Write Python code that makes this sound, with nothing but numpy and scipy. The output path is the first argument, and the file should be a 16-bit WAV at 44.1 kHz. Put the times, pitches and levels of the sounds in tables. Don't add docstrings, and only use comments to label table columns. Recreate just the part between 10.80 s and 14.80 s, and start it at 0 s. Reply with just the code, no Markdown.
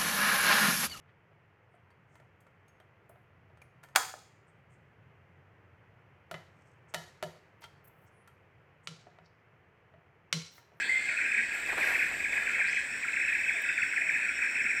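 import sys
import numpy as np
from scipy import signal
from scipy.fft import rfft, irfft, next_fast_len
from scipy.io import wavfile
from scipy.ndimage import uniform_filter1d

SR = 44100
rng = np.random.default_rng(int(sys.argv[2]) if len(sys.argv) > 2 else 0)


def dump_mix(stems):
    frames = np.atleast_2d(stems).T
    limited = np.clip(frames, -1, 1)
    pcm = np.round(limited * 32767).astype(np.int16)
    wavfile.write(sys.argv[1], SR, pcm)


def volts_from_decibels(level):
    exponent = np.asarray(level, float) / 20
    return 10 ** exponent


N = 176400


def evened(x):
    return x / np.sqrt(np.mean(x ** 2) + 1e-20)


def curve(rows, axis=1):
    rows = np.array(rows)
    return np.interp(np.arange(N) / SR, rows[:, 0], rows[:, axis])


def colour(x, points):
    hz = np.fft.rfftfreq(len(x), 1 / SR)
    table_hz, table_db = np.transpose(points)
    gain_db = np.interp(np.log(hz + 1), np.log(table_hz + 1), table_db, -90, -90)
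    return evened(irfft(rfft(x) * volts_from_decibels(gain_db), len(x)))


def add(mix, start_s, sound):
    part = mix[max(round(start_s * SR), 0):][:len(sound)]
    part += sound[:len(part)]


def slow(hz):
    lowpass = signal.butter(2, hz, fs=SR, output="sos")
    return evened(signal.sosfilt(lowpass, rng.standard_normal(N + SR))[SR:])


def patchy(patch_db, frames=10, bins=8):
    spectrum = signal.stft(rng.standard_normal(N + 1024), nperseg=1024, noverlap=768)[2]
    field = uniform_filter1d(rng.standard_normal(spectrum.shape), int(bins), axis=0)
    field = uniform_filter1d(field, int(frames), axis=1)
    return signal.istft(spectrum * volts_from_decibels(patch_db * evened(field)), nperseg=1024, noverlap=768)[1][:N]


def clicks(per_s, spread_db):
    size = volts_from_decibels(spread_db * np.minimum(rng.exponential(1, N), 5)) * rng.choice([-1., 1.], N)
    return size * (rng.random(N) < per_s / SR)


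def fuzzy(hz, width_hz, clean=0.24):
    smooth = signal.butter(3, width_hz, fs=SR, output="sos")
    a, b = signal.sosfilt(smooth, rng.standard_normal((2, len(hz) + 8000)))[:, 8000:]
    wander = clean + (1 - clean) * (evened(a) + 1j * evened(b))
    return evened(np.real(wander * np.exp(2j * np.pi * np.cumsum(hz) / SR)))


def forest(x, steady=False):
    echo_t60_s, first_s = .4, .006
    paths, path_s = 5, .09
    slot = 22
    taps = np.zeros((paths, SR // 2))
    at = np.arange(round(first_s * SR), SR // 2 - slot, slot)
    places = at + rng.integers(0, slot, (paths, len(at)))
    np.put_along_axis(taps, places, rng.standard_normal((paths, len(at))), 1)
    taps *= volts_from_decibels(-60 * np.arange(SR // 2) / SR / echo_t60_s)
    taps /= np.linalg.norm(taps[0])
    turn = (np.arange(N) / SR / path_s - np.arange(paths)[:, None]) % paths
    parts = x * np.sin(np.pi / 2 * np.minimum(turn, 2))
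    size = N if steady else next_fast_len(N + SR // 2)
    return irfft((rfft(parts, size) * rfft(taps, size)).sum(0), size)[:N]


def chirp(length_s, low_hz, level_db):
    # delay_s, level_db
    branches = [(.0013, -14), (.0029, -14), (.0047, -15), (.0078, -15), (.0115, -16)]
    lead_s, trail_s = .005, .005
    lead_db, fade_db = -8, -9
    swell = .3
    rough, rough_hz = .18, 170
    t = np.arange(-lead_s, length_s + trail_s, 1 / SR)
    u = np.clip(t / length_s, 0, 1)
    top_hz = 2560 + 60.5 * rng.uniform(-1, 1)
    pitch_hz = low_hz + (top_hz - low_hz) * (.5 + .5 * np.cos(np.pi * u))
    turn = 2 * np.pi * np.cumsum(pitch_hz) / SR
    rate, phase = rng.random((2, 3, 1))
    waves = np.sin(2 * np.pi * (rough_hz * (0.24 + rate) * t + phase)).sum(0)
    flutter = 1 + rough * waves / np.sqrt(1.5)
    edge = np.clip(np.minimum((t - t[0]) / lead_s, (t[-1] - t) / (2 * trail_s)), 0, 1)
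    level = volts_from_decibels(level_db + fade_db * u + lead_db * np.clip(1 - u / swell, 0, 1))
    call = np.sin(turn) + volts_from_decibels(-40) * np.sin(2 * turn)
    response = np.zeros(round(2 * branches[-1][0] * SR))
    stretch = rng.uniform(.5, 1.5)
    for delay_s, branch_db in [(0.00027, 0.016)] + branches:
        response[round(delay_s * stretch * SR)] = volts_from_decibels(branch_db)
    return signal.fftconvolve(level * flutter * np.sin(np.pi / 2 * edge) ** 2 * call, response)


def far_callers():
    # time_s, level_db
    far_level = [(0.02, -34), (0.13, -37), (0.44, -34.5), (0.66, -38), (0.93, -37), (1.12, -32),
                 (1.49, -39), (1.81, -34.5), (2.06, -38), (2.31, -38), (2.47, -32.5), (2.56, -35.5),
                 (2.8, -42), (2.97, -36.5), (3.27, -35.5), (3.61, -33), (4.0, -35)]
    per_s, spread_db, wet_db = 150, 2.5, 1.5
    far = np.zeros(N)
    for length_s, low_hz in zip(np.geomspace(.017, .04, 12), np.resize([1400, 1560, 1480, 1600], 12)):
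        far += signal.oaconvolve(clicks(per_s / 12, spread_db), chirp(length_s, low_hz, 0))[:N]
    return evened(far + volts_from_decibels(wet_db) * forest(far, True)) * volts_from_decibels(curve(far_level))


def peeps():
    # start_s, length_s, from_hz, middle_hz, to_hz, level_db (rms scale at mid-note, dry), width_hz
    notes = [(0, .03, 1700, 1700, 1650, -31, 80), (0, .12, 4250, 4350, 4550, -49, 300),
             (.08, .34, 4350, 4300, 4350, -55, 350), (.025, .06, 3400, 3500, 3400, -45, 350),
             (.08, .16, 3300, 3350, 3350, -52, 300), (.27, .075, 820, 670, 620, -56, 20),
             (.45, .4, 4250, 4400, 4380, -62, 220), (1.2, .3, 11900, 11800, 11700, -69, 300),
             (1.31, .07, 740, 660, 620, -57, 20), (1.85, .08, 3300, 4900, 6500, -51, 400),
             (1.91, .13, 6100, 5900, 5900, -59, 500), (1.86, .2, 4150, 4200, 4200, -59, 250),
             (2.49, .12, 11700, 12200, 13050, -69, 80), (2.58, .035, 11800, 11900, 11900, -70, 80),
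             (2.6, .13, 12800, 12600, 12000, -71, 200), (2.61, .18, 3000, 3300, 3650, -53, 120),
             (2.76, .33, 3680, 3600, 3300, -56, 110), (2.483, .03, 3800, 3300, 3050, -51, 300),
             (2.9, .02, 5000, 5000, 5000, -57, 40), (2.72, .075, 830, 680, 620, -57, 20),
             (3.165, .085, 830, 680, 620, -57, 20), (3.37, .15, 4300, 4280, 4250, -63, 200)]
    out = np.zeros(N)
    for start_s, length_s, from_hz, middle_hz, to_hz, level_db, width_hz in notes:
        u = np.arange(0, length_s, 1 / SR) / length_s
        pitch_hz = np.interp(u, [0, .5, 1], [from_hz, middle_hz, to_hz])
        add(out, start_s, volts_from_decibels(level_db) * np.sin(np.pi * u) ** .5 * fuzzy(pitch_hz, width_hz, .4))
    return out + volts_from_decibels(-6) * forest(out)


def cicadas():
    # freq_hz, relative level_db per Hz
    resonance = [(3710, -27), (6300, -63), (6660, -14), (7320, -2), (7810, 1.5), (8280, -0.5), (8670, -11),
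                 (8960, -28), (9300, -26), (12100, -51), (20500, -120)]
    level_db, clicks_per_s = -50, 6000
    throb_hz, throb_db = 21.6, -0.5
    rate_hz = throb_hz * (1 + 0.182 * slow(3.5))
    throb = np.sin(2 * np.pi * np.cumsum(rate_hz) / SR) + 0.26 * slow(20)
    return volts_from_decibels(level_db + throb_db * throb) * colour(clicks(clicks_per_s, 1.2), resonance)


def crickets():
    # pitch_hz at 3 s, width_hz, strokes_per_s, chirps_per_s, relative level_db
    callers = [(5420, 10, 56, 14.5, 0), (5600, 45, 44.5, 14.8, -2)]
    # time_s, level_db
    trill_level = [(0, -74), (1, -68), (2, -61.5), (3, -58), (4, -54)]
    drift_hz_per_s = 12
    stroke_depth, chirp_depth, chirp_at_s = .8, .4, .047
    t, out = np.arange(N) / SR, np.zeros(N)
    for hz, width_hz, strokes, chirps, level_db in callers:
        stroke_gate = 1 + stroke_depth * np.cos(2 * np.pi * strokes * t)
        chirp_gate = 1 + chirp_depth * np.cos(2 * np.pi * chirps * (t - chirp_at_s))
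        tone = fuzzy(hz + drift_hz_per_s * (t - 3), width_hz, .75)
        out += volts_from_decibels(level_db) * evened(stroke_gate * chirp_gate * tone)
    return evened(out + .5 * forest(out, True)) * volts_from_decibels(curve(trill_level))


def twitter():
    # time_s, level_db
    twitter_level = [(0.02, -42.5), (0.04, -51.5), (0.24, -48), (0.97, -48), (1.02, -43.5), (1.5, -49),
                     (1.53, -45), (1.65, -48.5), (1.72, -45), (1.81, -51), (1.88, -45), (2.08, -50),
                     (2.72, -50), (3.3, -53), (3.9, -52.5), (4.0, -52)]
    # freq_hz, relative level_db per Hz
    spectrum = [(1620, -2.5), (2750, -17), (3670, -20.5), (3920, -24), (4690, -26), (5200, -24.5),
                (6760, -35), (11400, -120)]
    return colour(patchy(3.9, frames=19, bins=3.5), spectrum) * volts_from_decibels(curve(twitter_level) + 5.5)


def air_floor():
    # freq_hz, relative level_db per Hz
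    spectrum = [(20, -17), (40, -4), (120, -5), (250, 0.5), (600, -4), (1200, -6), (3000, -4), (5000, -27),
                (6500, -20.5), (9500, -22), (13500, -27.5), (15700, -20)]
    return volts_from_decibels(-50.5) * colour(patchy(2), spectrum)


def air_rumble():
    # time_s, level_db
    rumble_level = [(0, -70), (.4, -80), (.7, -65), (1.2, -60.5), (1.7, -60), (2.2, -74), (4, -80)]
    # freq_hz, relative level_db per Hz
    spectrum = [(15, 1), (30, -9.5), (90, -5.5), (160, -15), (260, -5), (350, -36)]
    return volts_from_decibels(curve(rumble_level)) * colour(rng.standard_normal(N), spectrum)


def whistled_note():
    # time_s, pitch_hz, level_db
    glide = [(.062, 1800, -41), (.088, 1880, -31), (.1, 2110, -29), (.13, 2070, -31), (.158, 2095, -27.5),
             (.185, 2100, -34), (.27, 2120, -42)]
    time_s, pitch_hz, level_db = np.transpose(glide)
    t = np.arange(time_s[0], time_s[-1], 1 / SR)
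    tone = fuzzy(np.interp(t, time_s, pitch_hz), 60, 0.6)
    out = np.zeros(N)
    add(out, time_s[0], volts_from_decibels(np.interp(t, time_s, level_db)) * signal.windows.tukey(len(t), .15) * tone)
    return out


def near_chirps():
    # start_s of the drop, length_s of the drop, end_pitch_hz, level_db before swell, fade and flutter
    calls = [(0.2845, 0.017, 1435, -26.5), (0.373, 0.021, 1510, -26), (0.377, 0.057, 1457, -34),
             (0.4104, 0.016, 1533, -24.5), (0.4332, 0.0094, 1520, -34), (0.443, 0.025, 1534, -28),
             (0.457, 0.023, 1530, -25), (0.493, 0.018, 1370, -28), (0.515, 0.026, 1544, -24.5),
             (0.543, 0.016, 1564, -21.5), (0.5665, 0.034, 1570, -23), (0.581, 0.029, 1633, -24.5),
             (0.607, 0.042, 1620, -28.5), (0.714, 0.035, 1610, -29), (0.8902, 0.019, 1520, -23.5),
             (0.976, 0.013, 1486, -27), (1.009, 0.039, 1556, -21), (1.062, 0.022, 1414, -24),
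             (1.071, 0.031, 1532, -28), (1.0996, 0.027, 1580, -28.5), (1.1465, 0.02, 1490, -21.5),
             (1.16, 0.032, 1480, -30), (1.189, 0.035, 1524, -21.5), (1.223, 0.014, 1530, -22.5),
             (1.2387, 0.04, 1530, -27.5), (1.259, 0.028, 1546, -33.5), (1.401, 0.012, 1610, -23.5),
             (1.4404, 0.023, 1640, -22), (1.5254, 0.018, 1585, -21.5), (1.5635, 0.026, 1603, -22),
             (1.6214, 0.013, 1330, -25.5), (1.6655, 0.017, 1490, -22), (1.688, 0.017, 1393, -24.5),
             (1.7338, 0.038, 1573, -24.5), (1.741, 0.028, 1346, -36), (1.7923, 0.032, 1550, -21.5),
             (1.805, 0.049, 1556, -29.5), (1.833, 0.024, 1533, -28), (1.855, 0.03, 1570, -32.5),
             (1.8716, 0.025, 1550, -23.5), (1.927, 0.014, 1660, -23), (1.96, 0.028, 1584, -22.5),
             (2.2295, 0.025, 1366, -25.5), (2.2787, 0.018, 1480, -22.5), (2.333, 0.0163, 1430, -25),
             (2.364, 0.014, 1540, -19.5), (2.391, 0.021, 1560, -24), (2.41, 0.029, 1574, -23.5),
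             (2.482, 0.012, 1630, -20), (2.495, 0.018, 1620, -28.5), (2.5202, 0.038, 1620, -25.5),
             (2.5453, 0.028, 1586, -25), (2.55, 0.0086, 1520, -25), (2.586, 0.042, 1617, -26),
             (2.6365, 0.033, 1550, -25), (2.682, 0.031, 1567, -21), (2.757, 0.042, 1575, -27),
             (2.839, 0.02, 1390, -24.5), (2.89, 0.014, 1450, -20.5), (2.9737, 0.019, 1444, -20.5),
             (3.02, 0.023, 1524, -19.5), (3.1173, 0.024, 1440, -24.5), (3.163, 0.025, 1625, -20.5),
             (3.2117, 0.015, 1624, -20.5), (3.258, 0.027, 1570, -27), (3.289, 0.016, 1590, -18.5),
             (3.324, 0.023, 1520, -40), (3.333, 0.037, 1577, -24), (3.377, 0.063, 1554, -29),
             (3.4867, 0.019, 1498, -25.5), (3.578, 0.02, 1444, -25), (3.611, 0.018, 1275, -30),
             (3.6202, 0.027, 1577, -23), (3.659, 0.02, 1610, -25), (3.7526, 0.018, 1463, -22.5),
             (3.768, 0.022, 1605, -25.5), (3.7985, 0.025, 1570, -23.5), (3.859, 0.022, 1550, -23),
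             (3.8898, 0.019, 1550, -26), (3.8954, 0.041, 1570, -24.5), (3.962, 0.035, 1486, -26)]
    out = np.zeros(N)
    for start_s, length_s, low_hz, level_db in calls:
        add(out, start_s - .005, chirp(length_s, low_hz, level_db))
    return out


def leaves():
    # time_s, treble level_db, low part level_db
    rustle_level = [(.6, -90, -80), (0.7, -83, -74), (0.744, -56, -52), (0.83, -62, -53.5),
                    (0.85, -71, -66), (0.856, -60, -54), (0.892, -55, -42), (0.914, -59, -47),
                    (0.932, -56, -39), (0.968, -61, -53), (0.98, -51, -32.5), (0.996, -50.5, -42),
                    (1.138, -50, -41.5), (1.276, -58, -55.5), (1.306, -61, -49), (1.51, -68, -57.5),
                    (1.54, -56, -44), (1.61, -60, -49), (1.75, -65, -58), (1.8, -68, -47.5),
                    (1.9, -92, -80), (3.22, -94, -86), (3.32, -64, -60), (3.42, -70, -75), (3.6, -92, -85)]
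    # freq_hz, relative level_db per Hz
    high = [(2500, -40), (3000, -3), (6000, -3), (10000, -2), (12800, 0), (14200, -6), (15700, -14)]
    low = [(180, -30), (330, -4), (700, 0), (1300, -3), (3000, -9), (5000, -40)]
    crackle_per_s, crackle_db = 2200, 3.8
    grain = rng.standard_normal(200) * volts_from_decibels(-np.arange(200) * 0.3)
    crackle = signal.oaconvolve(clicks(crackle_per_s, crackle_db), grain)[:N]
    hiss = evened(crackle) + evened(patchy(2.2))
    treble = colour(hiss, high) * volts_from_decibels(curve(rustle_level))
    return treble + colour(hiss, low) * volts_from_decibels(curve(rustle_level, axis=2))


def twigs():
    # time_s, peak_db, centre_hz, width_octaves to each side
    ticks = [(.736, -46, 7000, 1.2), (.877, -46, 6000, 1.2), (.932, -35, 500, 1.1), (.981, -33, 900, 1.3),
             (.983, -36, 3500, 1.1), (1.012, -37, 550, .8), (1.118, -35, 600, .8), (.897, -39, 1000, .3),
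             (1.178, -39, 300, .5), (1.255, -42, 320, .5), (1.279, -45, 5200, .4), (1.37, -42, 3600, .4),
             (1.548, -37, 1100, .6), (1.577, -38, 850, .4), (1.718, -37, 6200, .4), (2.324, -37, 3400, .25),
             (2.765, -56, 13000, .3), (2.822, -35, 12500, .35), (3.32, -50, 6000, 1.1)]
    t60_s = .009
    t, out = np.arange(1024) / SR, np.zeros(N)
    for time_s, peak_db, hz, octaves in ticks:
        burst = rng.standard_normal(len(t)) * volts_from_decibels(-60 * t / (t60_s * (1000 / hz) ** .5))
        edges = np.clip(hz * 2.0 ** np.array([-octaves, octaves]), 50, .45 * SR)
        burst = signal.sosfilt(signal.butter(2, edges, "band", fs=SR, output="sos"), burst)
        add(out, time_s - .001, volts_from_decibels(peak_db) * burst / abs(burst).max())
    return out


def scene():
    background = far_callers() + peeps() + cicadas() + crickets() + twitter() + air_floor() + air_rumble()
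    near = whistled_note() + near_chirps()
    near += volts_from_decibels(-3) * forest(near)
    return (background + near + leaves() + twigs())[None]


def band_limit(x):
    return signal.sosfilt(signal.butter(12, 15640, fs=SR, output="sos"), x)


def record(dry):
    return band_limit(dry)


dry = scene()
out = record(dry)
dump_mix(out)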